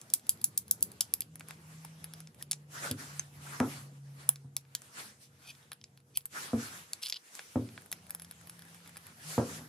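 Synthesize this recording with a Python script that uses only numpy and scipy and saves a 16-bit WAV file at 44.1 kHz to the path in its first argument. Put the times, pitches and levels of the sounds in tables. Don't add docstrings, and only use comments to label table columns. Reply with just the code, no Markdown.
import sys
import numpy as np
from scipy import signal
from scipy.fft import rfft, irfft
from scipy.io import wavfile
from scipy.ndimage import uniform_filter1d

SR = 44100
rng = np.random.default_rng(int(sys.argv[2]) if len(sys.argv) > 2 else 0)


def undo_db(level):
    steps = np.asarray(level, float) / 20
    return 10 ** steps


def waveform_to_disk(signal):
    frames = np.transpose(np.atleast_2d(signal))
    scaled = np.clip(frames, -1, 1) * 32767
    samples = np.round(scaled).astype(np.int16)
    wavfile.write(sys.argv[1], SR, samples)


N = 426888
T = np.arange(N) / SR
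STEP = 64
GRID = T[::STEP]

# t/s, peak level/dB, frame level/dB and barrel level/dB against the spring
RATCHET = [(0.0141, -35.5, -7, 9), (0.101, -34.5, -5.5, 3), (0.137, -9.5, -20.5, -4), (0.2676, -39, -7, -5),
           (0.2929, -8, -18.5, -6.5), (0.374, -48.5, -4, -1), (0.414, -34, -8, -8), (0.442, -9, -25.5, -4),
           (0.5759, -9, -22, -7.5), (0.68, -39.5, -8, -5), (0.7107, -8.5, -25, -2.5),
           (0.8075, -34.5, -22, -1), (0.826, -10.5, -21.5, -8), (0.9168, -36, -10, -7),
           (1.2191, -31.5, -1, -2.5), (0.195, -46, -3, 4)]
BOLT = [
    (1.0075, -11.5, -11, -0.65),
]
HAMMER = [(1.138, -9, -13, -15.5), (1.2064, -17, -12.5, -8), (4.2907, -3.5, -23, -22),
          (4.358, -37, 4.5, 6.5), (4.5661, -16, -6, -0.5), (4.7502, -16, -3, 5.5), (4.819, -35.5, -8, 10.5)]
GRIP_SCREW = [(1.356, -32.5, -20, -8), (1.396, -34.5, -24, 0), (1.4853, -31.5, -29, -8),
              (1.849, -32.5, -12, -20), (2.0425, -26, -14, -25), (2.1363, -32, -7.5, -20),
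              (2.2034, -34.5, -12, -6.5), (2.2725, -39.5, 33, 33.5), (2.3451, -47.5, -10, -5),
              (2.425, -26.5, -10, -18), (2.512, -13.5, -16, -16), (2.5173, -16.5, -6, 7.5),
              (2.5305, -23.5, 9.5, 22), (2.912, -19, -5, -3), (3.1947, -19.5, -2, 47)]
AXLE = [(5.551, -48, 17, 0), (5.6276, -53, 16, 3), (5.7174, -32.5, 1, -16), (5.7311, -33, -9, -21),
        (5.8134, -43, 22, -10), (5.8402, -35, 23.5, 24), (5.9742, -47.5, 1, -15.4), (6.002, -56, -6, -8),
        (6.1727, -12, -14, -21), (6.2553, -23.5, -20, -21), (6.9329, -18.5, -10.5, 3.5),
        (6.261, -39.5, -20, -1), (6.207, -48, 12, 1), (7.352, -30, -11, 13)]
RATTLE = [(7.0235, -36, 13, -2), (7.0292, -27.5, -5, 5), (7.0332, -28, 19, 0), (7.0347, -28.5, 14, 1),
          (7.0366, -36, 12, 3), (7.058, -36, 10, 0), (7.0598, -25, 10.5, 1.5), (7.0615, -32.5, 10.5, 4),
          (7.0665, -33, 10, 0), (7.0675, -34, 12.5, -4), (7.0703, -32, -4, -4), (7.075, -37, 6, -4),
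          (7.0782, -41, 9, 0), (7.0835, -31, 3, -5), (7.089, -32, -14, -0.5), (7.098, -21.5, -1, -8.5),
          (7.101, -31, 3, 7), (7.1242, -20.5, 18.5, 0.6), (7.1318, -31, 11, 0), (7.1422, -29, 17, 4),
          (7.1593, -33, 17, 5), (7.162, -39, 16, 3), (7.1646, -41, 16, 3), (7.1688, -40, 12, 4),
          (7.1715, -47, 15, 5), (7.1728, -45, 16, 3)]
STRAP_SCREW = [(7.8104, -47, -18.4, -10.6), (7.82, -42, -21, -3), (7.86, -38.5, -25, -25),
               (7.916, -24.5, -13, -12), (7.9267, -22.5, -0.5, -1), (7.986, -51, -20, -20),
               (8.067, -44, -16, -19), (8.096, -37, -15, -15), (8.106, -23.5, -15, -20),
               (8.1487, -22.5, -15.5, -15.5), (8.1973, -36, -9, -14), (8.22, -34, -11, -9.5),
               (8.2467, -39, -5, -3), (8.311, -30.5, -11, -29), (8.322, -46, -8, -10),
               (8.412, -43, -14, -19), (8.472, -38.5, -14, -19), (8.496, -33.5, -10, -17),
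               (8.5923, -36.5, -9, -14), (8.621, -41, -4.5, -15), (8.652, -44, -18, -24),
               (8.684, -50, -15, -18), (8.746, -40, -11, -24), (8.8753, -39.5, -7, -18),
               (8.893, -41, -13, -15), (8.969, -32.5, -20, -14), (8.975, -34, -16, -13),
               (9.03, -57, -22, -22), (9.0676, -37, -18, -27)]
BUMPS = [(1.4076, -34, -1, 4), (1.508, -31, -3, -2), (3.6008, -19.5, -6, 6.5), (4.651, -56, 9, -5),
         (7.3924, -28.5, 16, 18), (7.689, -43.5, 10, -5), (7.7772, -34, 8, -9.4), (8.803, -49, 6, -5),
         (8.86, -44, 6, -4), (8.959, -43, 8, -5)]
KNOCK_DB = {"ratchet": -41, "bolt": -35, "hammer": -34.5, "grip screw": -33, "axle": -35.5, "rattle": -38,
            "strap screw": -31.5, "bumps": -3.5}
TIP_DB = {"ratchet": -0.5, "bolt": -5.5, "hammer": -3, "grip screw": -10.5, "axle": -7.5, "rattle": -12,
          "strap screw": -7, "bumps": -13.5}
# t/s, lift/dB of lower grip, upper grip, upper frame
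LOW_LIFT = [(0.1375, 3, -9, 8.5), (0.2931, 4, -7, 7), (0.442, -3, 0, 8.5), (0.5766, -2.5, -1.5, 5.5),
            (0.7107, 7.5, 2, 4), (0.8261, -6, -4, 7.5), (1.0081, 6.5, -3, 6), (1.1382, -1, 2, 2),
            (1.2064, -2, 2, -1), (2.512, -15, -5, 6.5), (3.1948, 3, 7, 1), (4.2906, 8, -5.5, -2),
            (4.5662, 8.5, 4.5, -1), (4.7503, 0, 8, 0), (5.7176, 7.5, 10.5, -25), (6.1734, 1.5, -13.5, -3.5),
            (6.9331, 4, 0, 10), (7.1244, 2, 6, -3), (7.916, 4, -10, -11), (7.9267, 12, 8.5, -3),
            (8.106, 7, 5.5, 4), (8.1487, 9.5, 3, 4), (8.969, 4, 3, 8), (7.7774, 1.5, 4, -5.4)]
# t/s, lift/dB of upper spring, tip
TOP_LIFT = [(0.1375, -2, 4), (0.2931, 2.5, 3), (0.442, -2, 1), (0.5767, -0.5, 2), (0.7107, 2.5, 2.5),
            (0.826, 0, 4), (1.0081, -1, 1.5), (1.1382, 6.5, -2), (1.2064, 3.5, -12.5), (2.512, -8, 1),
            (3.1948, -8, -8), (4.2906, -4, 2), (4.5662, 0, 3.5), (4.7503, 2, 6), (5.7176, -14, -6),
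            (6.1734, -0.5, 6), (6.2553, 1.5, 5.5), (6.9331, -1.5, -5), (7.916, -1.5, -1.5),
            (7.9267, 5.5, 0), (8.106, 6.5, 6), (8.1487, 4.5, 1.5), (8.969, -10.5, -2)]

# f/Hz, width/Hz, level/dB
GRIP = [(620, 900, -12), (1070, 820, 3), (1650, 320, 6), (2398, 650, 9)]
FRAME = [(2820, 1140, -13), (3210, 548, -7), (3700, 1560, -4), (4710, 360, -8), (5080, 590, -6.5)]
BARREL = [(6360, 1800, -7), (7500, 5900, -2.5), (7260, 1300, -1)]
SPRING = [(9630, 1800, -5), (10100, 280, -9), (11610, 1350, 6), (12550, 360, 1), (14060, 1300, -10.5)]
TIP = [(15290, 500, 0), (16000, 910, -3.5)]
PARTS = GRIP[:2], GRIP[2:], FRAME[:3], FRAME[3:], BARREL, SPRING[:2], SPRING[2:], TIP
PART_DB = [-4, 2, -1, -1, 2, -4, 0]
NO_BASS = [signal.butter(4, 0.7 * peaks[0][0], "high", fs=SR, output="sos") for peaks in PARTS]
# f/Hz, level/dB, t60/s
CYLINDER = [(7140, -17.5, 0.092), (7908, -10, 0.086), (8350, -16.5, 0.13), (10000, -17, 0.13),
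            (10400, -12.5, 0.091), (10800, 0, 0.09), (12100, 8, 0.076), (12920, 1.5, 0.065)]

# t/s, level/dB, treble level/dB
PIN_SLIDE = [(5.42, -68, -76), (5.45, -62, -77), (5.47, -54, -56), (5.51, -47, -53), (5.525, -76, -86),
             (5.535, -82, -85)]
PIN_DRAW = [(6.135, -76, -79), (6.15, -60, -71), (6.158, -45, -52), (6.164, -59, -47), (6.171, -44, -61),
            (6.175, -73, -75)]
CYLINDER_SLIDE = [(7.018, -55, -57), (7.03, -51, -52.5), (7.045, -45, -46), (7.075, -54, -53),
                  (7.1, -67, -64), (7.115, -80, -79.5), (7.147, -56, -72), (7.173, -42, -62),
                  (7.178, -81, -83)]
# f/Hz, width/Hz, level/dB
PIN = [(2486, 160, -2.5), (3330, 540, -1.5), (4600, 460, -2.5), (5830, 860, -4.5)]
# f/Hz, width/Hz, level/dB
CHAMBER = [(3180, 860, 0), (4100, 290, 0.0056), (5150, 380, 0)]
# t/s, f/Hz, peak level/dB, t60/s
SUNG_NOTES = [
    (1.2064, 12600, -21, .016),
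    (3.1948, 6250, -17, 0.017),
    (6.1734, 3180, -28, 0.011),
    (6.1729, 5410, -30.5, 0.014),
    (6.261, 8410, -45, 0.03),
    (7.9265, 1990, -33.5, 0.014),
    (8.219, 11100, -44, .07),
    (1.8484, 910, -40.5, .025),
    (2.412, 1800, -49, .025),
]

# t/s, level/dB of its sag, drum, plate and edge modes
THUDS = [
    (2.907, -36.5, -34, -42, -58),
    (3.601, -33, -26.5, -27.5, -25),
    (4.443, -43.5, -66, -72, -64),
    (6.53, -32.5, -29, -29.5, -42),
    (7.555, -27, -25.5, -28.5, -40.5),
    (9.377, -26.5, -28, -20.5, -27),
    (9.606, -53, -54, -53, -50),
]
# f/Hz, level/dB, t60/s
SAG = [(108.3, -7.5, 0.25), (140, 7, 0.044)]
DRUM = [(228, -6, 0.2), (249.7, 0, 0.17), (304, -14, 0.14)]
PLATE = [(356, 4, 0.14), (383, -3, 0.29), (445, -15, 0.15), (455, -8, 0.057), (520, -3, 0.11),
         (561.6, 6, 0.083)]
EDGE = [(630, 6.5, 0.039), (693, -5, 0.22), (806, 0.5, 0.064), (885, -4.5, 0.041), (936, -4.5, 0.075),
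        (1090, -19, 0.08), (1255, -15, 0.13), (1360, -14, 0.043)]

# peak t/s, rise/s, fall/s, level/dB, brightness/dB
SWISHES = [(1.499, 0.042, 0.081, -61.5, 0), (1.79, 0.33, 0.27, -68.5, 3.5),
           (2.419, 0.05, 0.033, -68.5, 5.5), (2.779, 0.093, 0.17, -55, 3), (2.86, 0.083, 0.11, -47.5, 1.5),
           (3.0, 0.044, 0.12, -54.5, 2.5), (3.49, 0.1, 0.33, -56, 3.5), (3.6, 0.33, 0.23, -64, -9.5),
           (3.72, 0.12, 0.17, -56.5, 4), (4.24, 0.13, 0.21, -64, 0), (5.01, 0.11, 0.12, -55, 4.5),
           (5.231, 0.049, 0.084, -82, 19.5), (5.519, 0.24, 0.31, -69, 2), (6.381, .08, 0.25, -53, 4),
           (6.47, 0.069, 0.11, -60.5, -2), (6.625, 0.077, 0.15, -52, 4.5), (6.74, 0.074, 0.17, -60, 3.5),
           (7.389, 0.19, 0.22, -65, 7.5), (7.62, 0.25, 0.35, -70, 4.5), (8.969, 0.83, 1, -67.5, 1),
           (9.32, 0.13, 0.22, -55.5, 7), (9.531, 0.14, 0.19, -55.5, 3.5)]
# t/s, f/Hz, lift/dB, half length/s
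FOLDS = [(2.76, 1200, 6, 0.016), (2.858, 1580, 2.5, 0.035), (3.0, 1950, 5, .025), (3.55, 1500, 12, 0.03),
         (3.72, 2420, 9, .03), (4.99, 1360, 3, 0.022), (4.998, 4200, 8.5, 0.0074), (6.372, 1520, 9, .035),
         (6.62, 1830, 4, .04)]
# t/s, level/dB
HANDS = [(0.0, -72), (0.65, -75.5), (1.1, -71), (1.34, -81), (1.42, -75), (2.21, -69.5), (2.33, -79),
         (2.679, -79), (3.1, -60), (3.4, -76), (4.05, -75), (4.51, -84), (4.9, -69), (5.311, -80.5),
         (6.088, -84), (6.87, -65.5), (7.25, -76), (7.7, -71)]

# t/s, level/dB
AIR = [(0.0, -70.5), (0.6, -69), (0.85, -64), (1.15, -70.5), (3.5, -71), (4.72, -76), (6.31, -77.5),
       (6.9, -80), (7.23, -104), (7.57, -73), (9.25, -71.5), (9.68, -87)]
AIR_HZ = [90, 350, 1500, 3300]
# f/Hz, level/dB
AIR_SHAPE = [(30, 18), (55, -12), (90, 6), (170, 8.5), (350, 2), (900, 0), (3000, 1.5), (12000, 0)]
# t/s, f/Hz, level/dB
HUM = [
    [(1.25, 156, -60), (2.206, 160.6, -57.5), (2.32, 157, -63)],
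    [(2.38, 147.6, -59.5), (2.89, 145.3, -59), (4.42, 138.4, -56), (4.9, 134.4, -73.5), (6.45, 138.3, -72)],
    [(7.85, 165.8, -69.5), (8.902, 170.6, -66.5), (9.2, 161.6, -77)],
    [(9.24, 156, -51), (9.424, 153.4, -63), (9.68, 160, -56)],
]
# f/Hz, level/dB
MAINS = [(479.1, -81.5)]
# f/Hz, t60/s, level/dB
ROOM = [(494, 0.11, -18.5), (1830, 0.13, -18.5), (5000, 0.12, -18.5), (9900, 0.03, -9.5),
        (13800, 0.13, -17)]
# f/Hz, lead of the left port/rad
PORTS = [(780, -1.1), (1120, 7.5), (2900, 6), (4390, 7), (8180, 8), (10200, 4.5), (13400, 12.5),
         (15500, 9.5)]
# f/Hz, level/dB of the ports' difference against their sum
SPLIT = [(60, -28.5), (300, -13.5), (1400, 3), (3800, -3), (5500, 0), (9200, -2), (10700, -11.5),
         (12000, 0.5)]


def clicks():
    out = np.zeros((2, N))
    tables = RATCHET, BOLT, HAMMER, GRIP_SCREW, AXLE, RATTLE, STRAP_SCREW, BUMPS
    chatters = True, True, False, False, False, False, False, False
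    every = []
    for job in zip(tables, chatters, KNOCK_DB.values(), TIP_DB.values()):
        rows, *settings = job
        every += [(*row, *settings) for row in rows]
    times = np.array([event[0] for event in every])
    for event, low, high in zip(every, lifts(times, LOW_LIFT), lifts(times, TOP_LIFT)):
        s, db, frame_db, barrel_db, chatter, knock_db, tip_db = event
        grip_db = max(frame_db, barrel_db, 0) + min(knock_db - 0.55 * db, 3.5)
        row = (db, grip_db + low[0], grip_db + low[1], frame_db, frame_db + low[2],
               barrel_db, 0, high[0], tip_db + high[1])
        if chatter:
            add(out, blow(row, contact_ms=1.2, ring_db=-17.0), s - 0.0017)
            bounce_s, bounce_db = 0.01, -21
            add(out, blow(row, contact_ms=1.2, ring_db=-28.5) * undo_db(bounce_db), s + bounce_s - 0.0017)
        else:
            add(out, blow(row, contact_ms=0.51, ring_db=-37) * undo_db(np.array([[0], [-4.0]])), s - 0.0014)
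    return out


def blow(row, contact_ms, ring_db):
    db, *share_db = row
    t, ms = T[:3600], T[:1200] * 1000
    u = ms / contact_ms
    force = u ** 0.83 * np.exp(-1.6 * u) + 0.043 * np.minimum(u, 1) * np.exp(-ms / 5.4)
    impacts = rng.standard_normal(len(u)) * undo_db(4.0 * rng.standard_normal(len(u)))
    chatter = top(impacts * force)
    chatter[int(contact_ms * SR / 2000)] = 0.88 / contact_ms
    spectrum = rfft(np.pad(chatter, (64, 784)))
    chatter = irfft(spectrum / np.sqrt(uniform_filter1d(np.abs(spectrum) ** 2, size=32)))
    chatter[:64] *= np.linspace(0, 1, 64) ** 4
    far = undo_db(ring_db) * top(ring(CYLINDER, t, scatter_db=-5.0, detune=0.004))
    levels_db = np.add(share_db, PART_DB + [0])
    signs = 1, 1, 1, -1, -1, 1, 1, -1
    for level_db, peaks, no_bass, sign in zip(levels_db, PARTS, NO_BASS, signs):
        add(far, sign * undo_db(level_db) * top(signal.sosfilt(no_bass, knock(peaks, T[:520]))), 0)
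    near = signal.fftconvolve(chatter, far)[:len(t)] / np.linalg.norm(chatter)
    return np.array([near, far]) / np.max(np.abs(near)) * undo_db(db + 1.5)


def lifts(times, rows):
    out = np.zeros((len(times), len(rows[0]) - 1))
    for s, *db in rows:
        out[np.argmin(np.abs(times - s))] = db
    return out


def knock(peaks, t):
    modes = [(hz, db, 2.01 / width) for hz, width, db in peaks]
    return ring(modes, t, scatter_db=3.5, detune=0.024, turn=-0.9)


def ring(modes, t, scatter_db, detune, turn=None):
    hz, db, t60 = np.transpose(modes)[:, :, None]
    luck = rng.standard_normal((3, len(modes), 1))
    wave = np.sin(2 * np.pi * hz * (1 + detune * luck[0]) * t) * np.exp(-np.log(1000) * t / t60)
    sign = turn ** np.arange(len(modes))[:, None] if turn else np.sign(luck[1])
    return np.sum(sign * undo_db(db + scatter_db * luck[2]) * wave, axis=0)


def scrape(rows, peaks, stick_db=2.5):
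    stick = np.interp(T, GRID, stick_db * walk(450))
    ticks = rng.standard_normal(N) * undo_db(2.5 * rng.exponential(size=N) + stick)
    body = unit(sum(undo_db(db) * unit(band(ticks, hz, width)) for hz, width, db in peaks))
    treble = unit(band(ticks, 10800, 4400))
    s, db, treble_db = np.transpose(rows)
    return (body * undo_db(np.interp(T, s, db, -150, -150))
            + treble * undo_db(np.interp(T, s, treble_db, -150, -150)))


def sung_notes():
    out, t = np.zeros(N), T[:4000]
    for s, *mode in SUNG_NOTES:
        add(out, ring([mode], t, scatter_db=-2, detune=0) * np.minimum(t / 0.00036, 1), s)
    return out


def thuds():
    out, t = np.zeros(N), T[:12000]
    u = t[:1200]
    for s, *share_db in THUDS:
        push = np.exp(-u / 0.000072) + 0.12 * rng.standard_normal(len(u)) * np.exp(-u / 0.011)
        for db, modes in zip(share_db, (SAG, DRUM, PLATE, EDGE)):
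            low_hz, high_hz, t60 = 0.896 * modes[0][0], modes[-1][0], max(1.59 * modes[0][2], 0.2)
            noise = rng.standard_normal(len(t))
            wash = unit(band(noise, (low_hz + high_hz) / 2, high_hz - low_hz, order=3))
            wash *= 0.24 * np.exp(-np.log(1000) * t / t60) * np.minimum(t / 0.0011, 1)
            answer = ring(modes, t, scatter_db=3.3, detune=0.006, turn=1.0)
            clear = top(signal.fftconvolve(push, answer)[:len(t)])
            add(out, (clear + wash) * undo_db(db + 4.0), s + 0.00277)
    return signal.sosfilt(signal.butter(3, [85, 3000], "band", fs=SR, output="sos"), out)


def cloth_and_air():
    columns = cloth_and_air_levels()
    per_hz = np.array(columns) - 10 * np.log10([[65], [380], [1700], [8000]])
    per_hz[1] = np.maximum(per_hz[1], per_hz[2] - 1.5)
    rubbing = np.clip((columns[2] + 68) / 12, 0, 1)
    shared, out = walk(25), 0
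    for hz in 35 * 2 ** np.arange(0, 9, 1 / 3):
        column = np.arange(len(AIR_HZ))
        place = np.interp(np.log(hz), np.log(AIR_HZ), column)
        db = np.maximum(1 - np.abs(column - place), 0) @ per_hz
        db += table(AIR_SHAPE, hz) + 10 * np.log10(hz * 0.24)
        db += 1.3 * shared + 2.0 * walk(min(hz / 8, 30))
        db += rubbing * np.exp(-np.log(hz / 1400) ** 2 / 0.25) * (1.5 + 2.5 * walk(70))
        for s, fold_hz, lift_db, half in FOLDS:
            db += lift_db * np.exp(-((GRID - s) / half) ** 2 - np.log(hz / fold_hz) ** 2 / 0.11)
        db += -2.5 * rubbing * np.exp(-np.log(hz / 2860) ** 2 / 0.13)
        out = out + np.interp(T, GRID, undo_db(db)) * unit(band(rng.standard_normal((2, N)), hz, hz * 0.23))
    return out


def cloth_and_air_levels():
    shop, hands = (np.interp(GRID, *np.transpose(rows)) for rows in (AIR, HANDS))
    s, _, _, plate_db, _ = np.transpose(THUDS)[:, :, None]
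    boom = np.where(GRID > s, plate_db - 31.5 - 41.5 * (GRID - s), -200)
    s, rise, fall, db, bright_db = np.transpose(SWISHES)[:, :, None]
    length = np.where(GRID < s, rise, fall)
    curve = np.where(GRID < s, 1.88, 1.55)
    sweep = db - 24 * (np.abs(GRID - s) / length) ** curve
    rumble = together(shop, boom - 5.0)
    murmur = together(shop - 1.5, boom)
    cloth = together(hands, sweep)
    hiss = together(hands + 2.5, sweep + bright_db)
    return [rumble, murmur, cloth, hiss]


def hum():
    out = sum(undo_db(db + 3.5) * np.sin(2 * np.pi * hz * T) for hz, db in MAINS)
    drift, swell = (np.interp(T, GRID, walk(rate)) for rate in (12, 14))
    for rows in HUM:
        s, hz, db = np.transpose(rows)
        phase = 2 * np.pi * np.cumsum(np.interp(T, s, hz) * (1 + 0.0049 * drift)) / SR
        edge = np.clip(np.minimum(T - s[0], s[-1] - T) / 0.033, 0, 1)
        level = undo_db(1.8 * swell) * undo_db(np.interp(T, s, db) + 7.5)
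        out = out + edge * level * np.sin(phase)
    return out


def room(x):
    t, tail = T[:14000], 0
    for hz, t60, db in ROOM:
        noise = unit(band(rng.standard_normal((2, len(t))), hz, 1.21 * hz))
        tail = tail + undo_db(db) * noise * np.exp(-np.log(1000) * t / t60)
    tail = tail * np.clip((t - 0.002) / 0.0013, 0, 1) / 20
    return signal.fftconvolve(x[None], tail, axes=1)[:, :N]


def ports(x):
    hz = np.fft.rfftfreq(N, 1 / SR)
    lead = table(PORTS, hz) / 2
    fade = undo_db(-7.0 * np.clip((hz - 12600) / 900, 0, 1))
    mid, side = irfft(rfft(x) * [fade * np.cos(lead), 1j * np.sin(lead)], N)
    return np.array([mid + side, mid - side])


def diffuse(x):
    hz = np.fft.rfftfreq(N, 1 / SR)
    fade = undo_db(-14.0 * np.clip((hz - 11800) / 1400, 0, 1)) * (hz < 13150)
    mid, side = irfft(rfft(x) * [fade, undo_db(table(SPLIT, hz)) * (hz < 15900)], N)
    return np.array([mid + side, mid - side])


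def unit(x):
    return x / np.sqrt(np.mean(x ** 2) + 1e-30)


def top(x):
    return x / np.max(np.abs(x))


def band(x, hz, width_hz, order=2):
    edges = [max(hz - width_hz / 2, 10), min(hz + width_hz / 2, 0.49 * SR)]
    return signal.sosfilt(signal.butter(order, edges, "band", fs=SR, output="sos"), x)


def table(rows, hz):
    f, v = np.transpose(rows)[:2]
    return np.interp(np.log(hz + 1), np.log(f + 1), v)


def walk(rate):
    k = max(int(SR / STEP / rate), 1)
    held = np.repeat(rng.standard_normal(len(GRID) // k + 1), k)
    return 1.45 * uniform_filter1d(uniform_filter1d(held, k), k)[:len(GRID)]


def together(*levels_db):
    return 10 * np.log10(np.sum(10 ** (np.vstack(levels_db) / 10), axis=0))


def add(out, x, s):
    i = int(s * SR)
    n = min(x.shape[-1], out.shape[-1] - i)
    out[..., i:i + n] += x[..., :n]


def scene():
    near, far = clicks()
    bench, sung = thuds(), sung_notes()
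    slide = (scrape(PIN_SLIDE, PIN) + scrape(CYLINDER_SLIDE, CHAMBER, stick_db=3.8)
             + scrape(PIN_DRAW, PIN, stick_db=3.5))
    tail = room(far + 0.15 * sung + 0.32 * slide + bench)
    return ports(near + slide + sung) + bench + hum() + diffuse(tail + cloth_and_air())


def low_pass(x):
    return signal.sosfilt(signal.butter(12, 17150, fs=SR, output="sos"), x)


def record(dry):
    x = signal.sosfilt(signal.butter(5, 72, "high", fs=SR, output="sos"), dry)
    x = signal.sosfilt(signal.butter(8, 17050, fs=SR, output="sos"), x)
    return low_pass(x)


dry = scene()
out = record(dry)
waveform_to_disk(out)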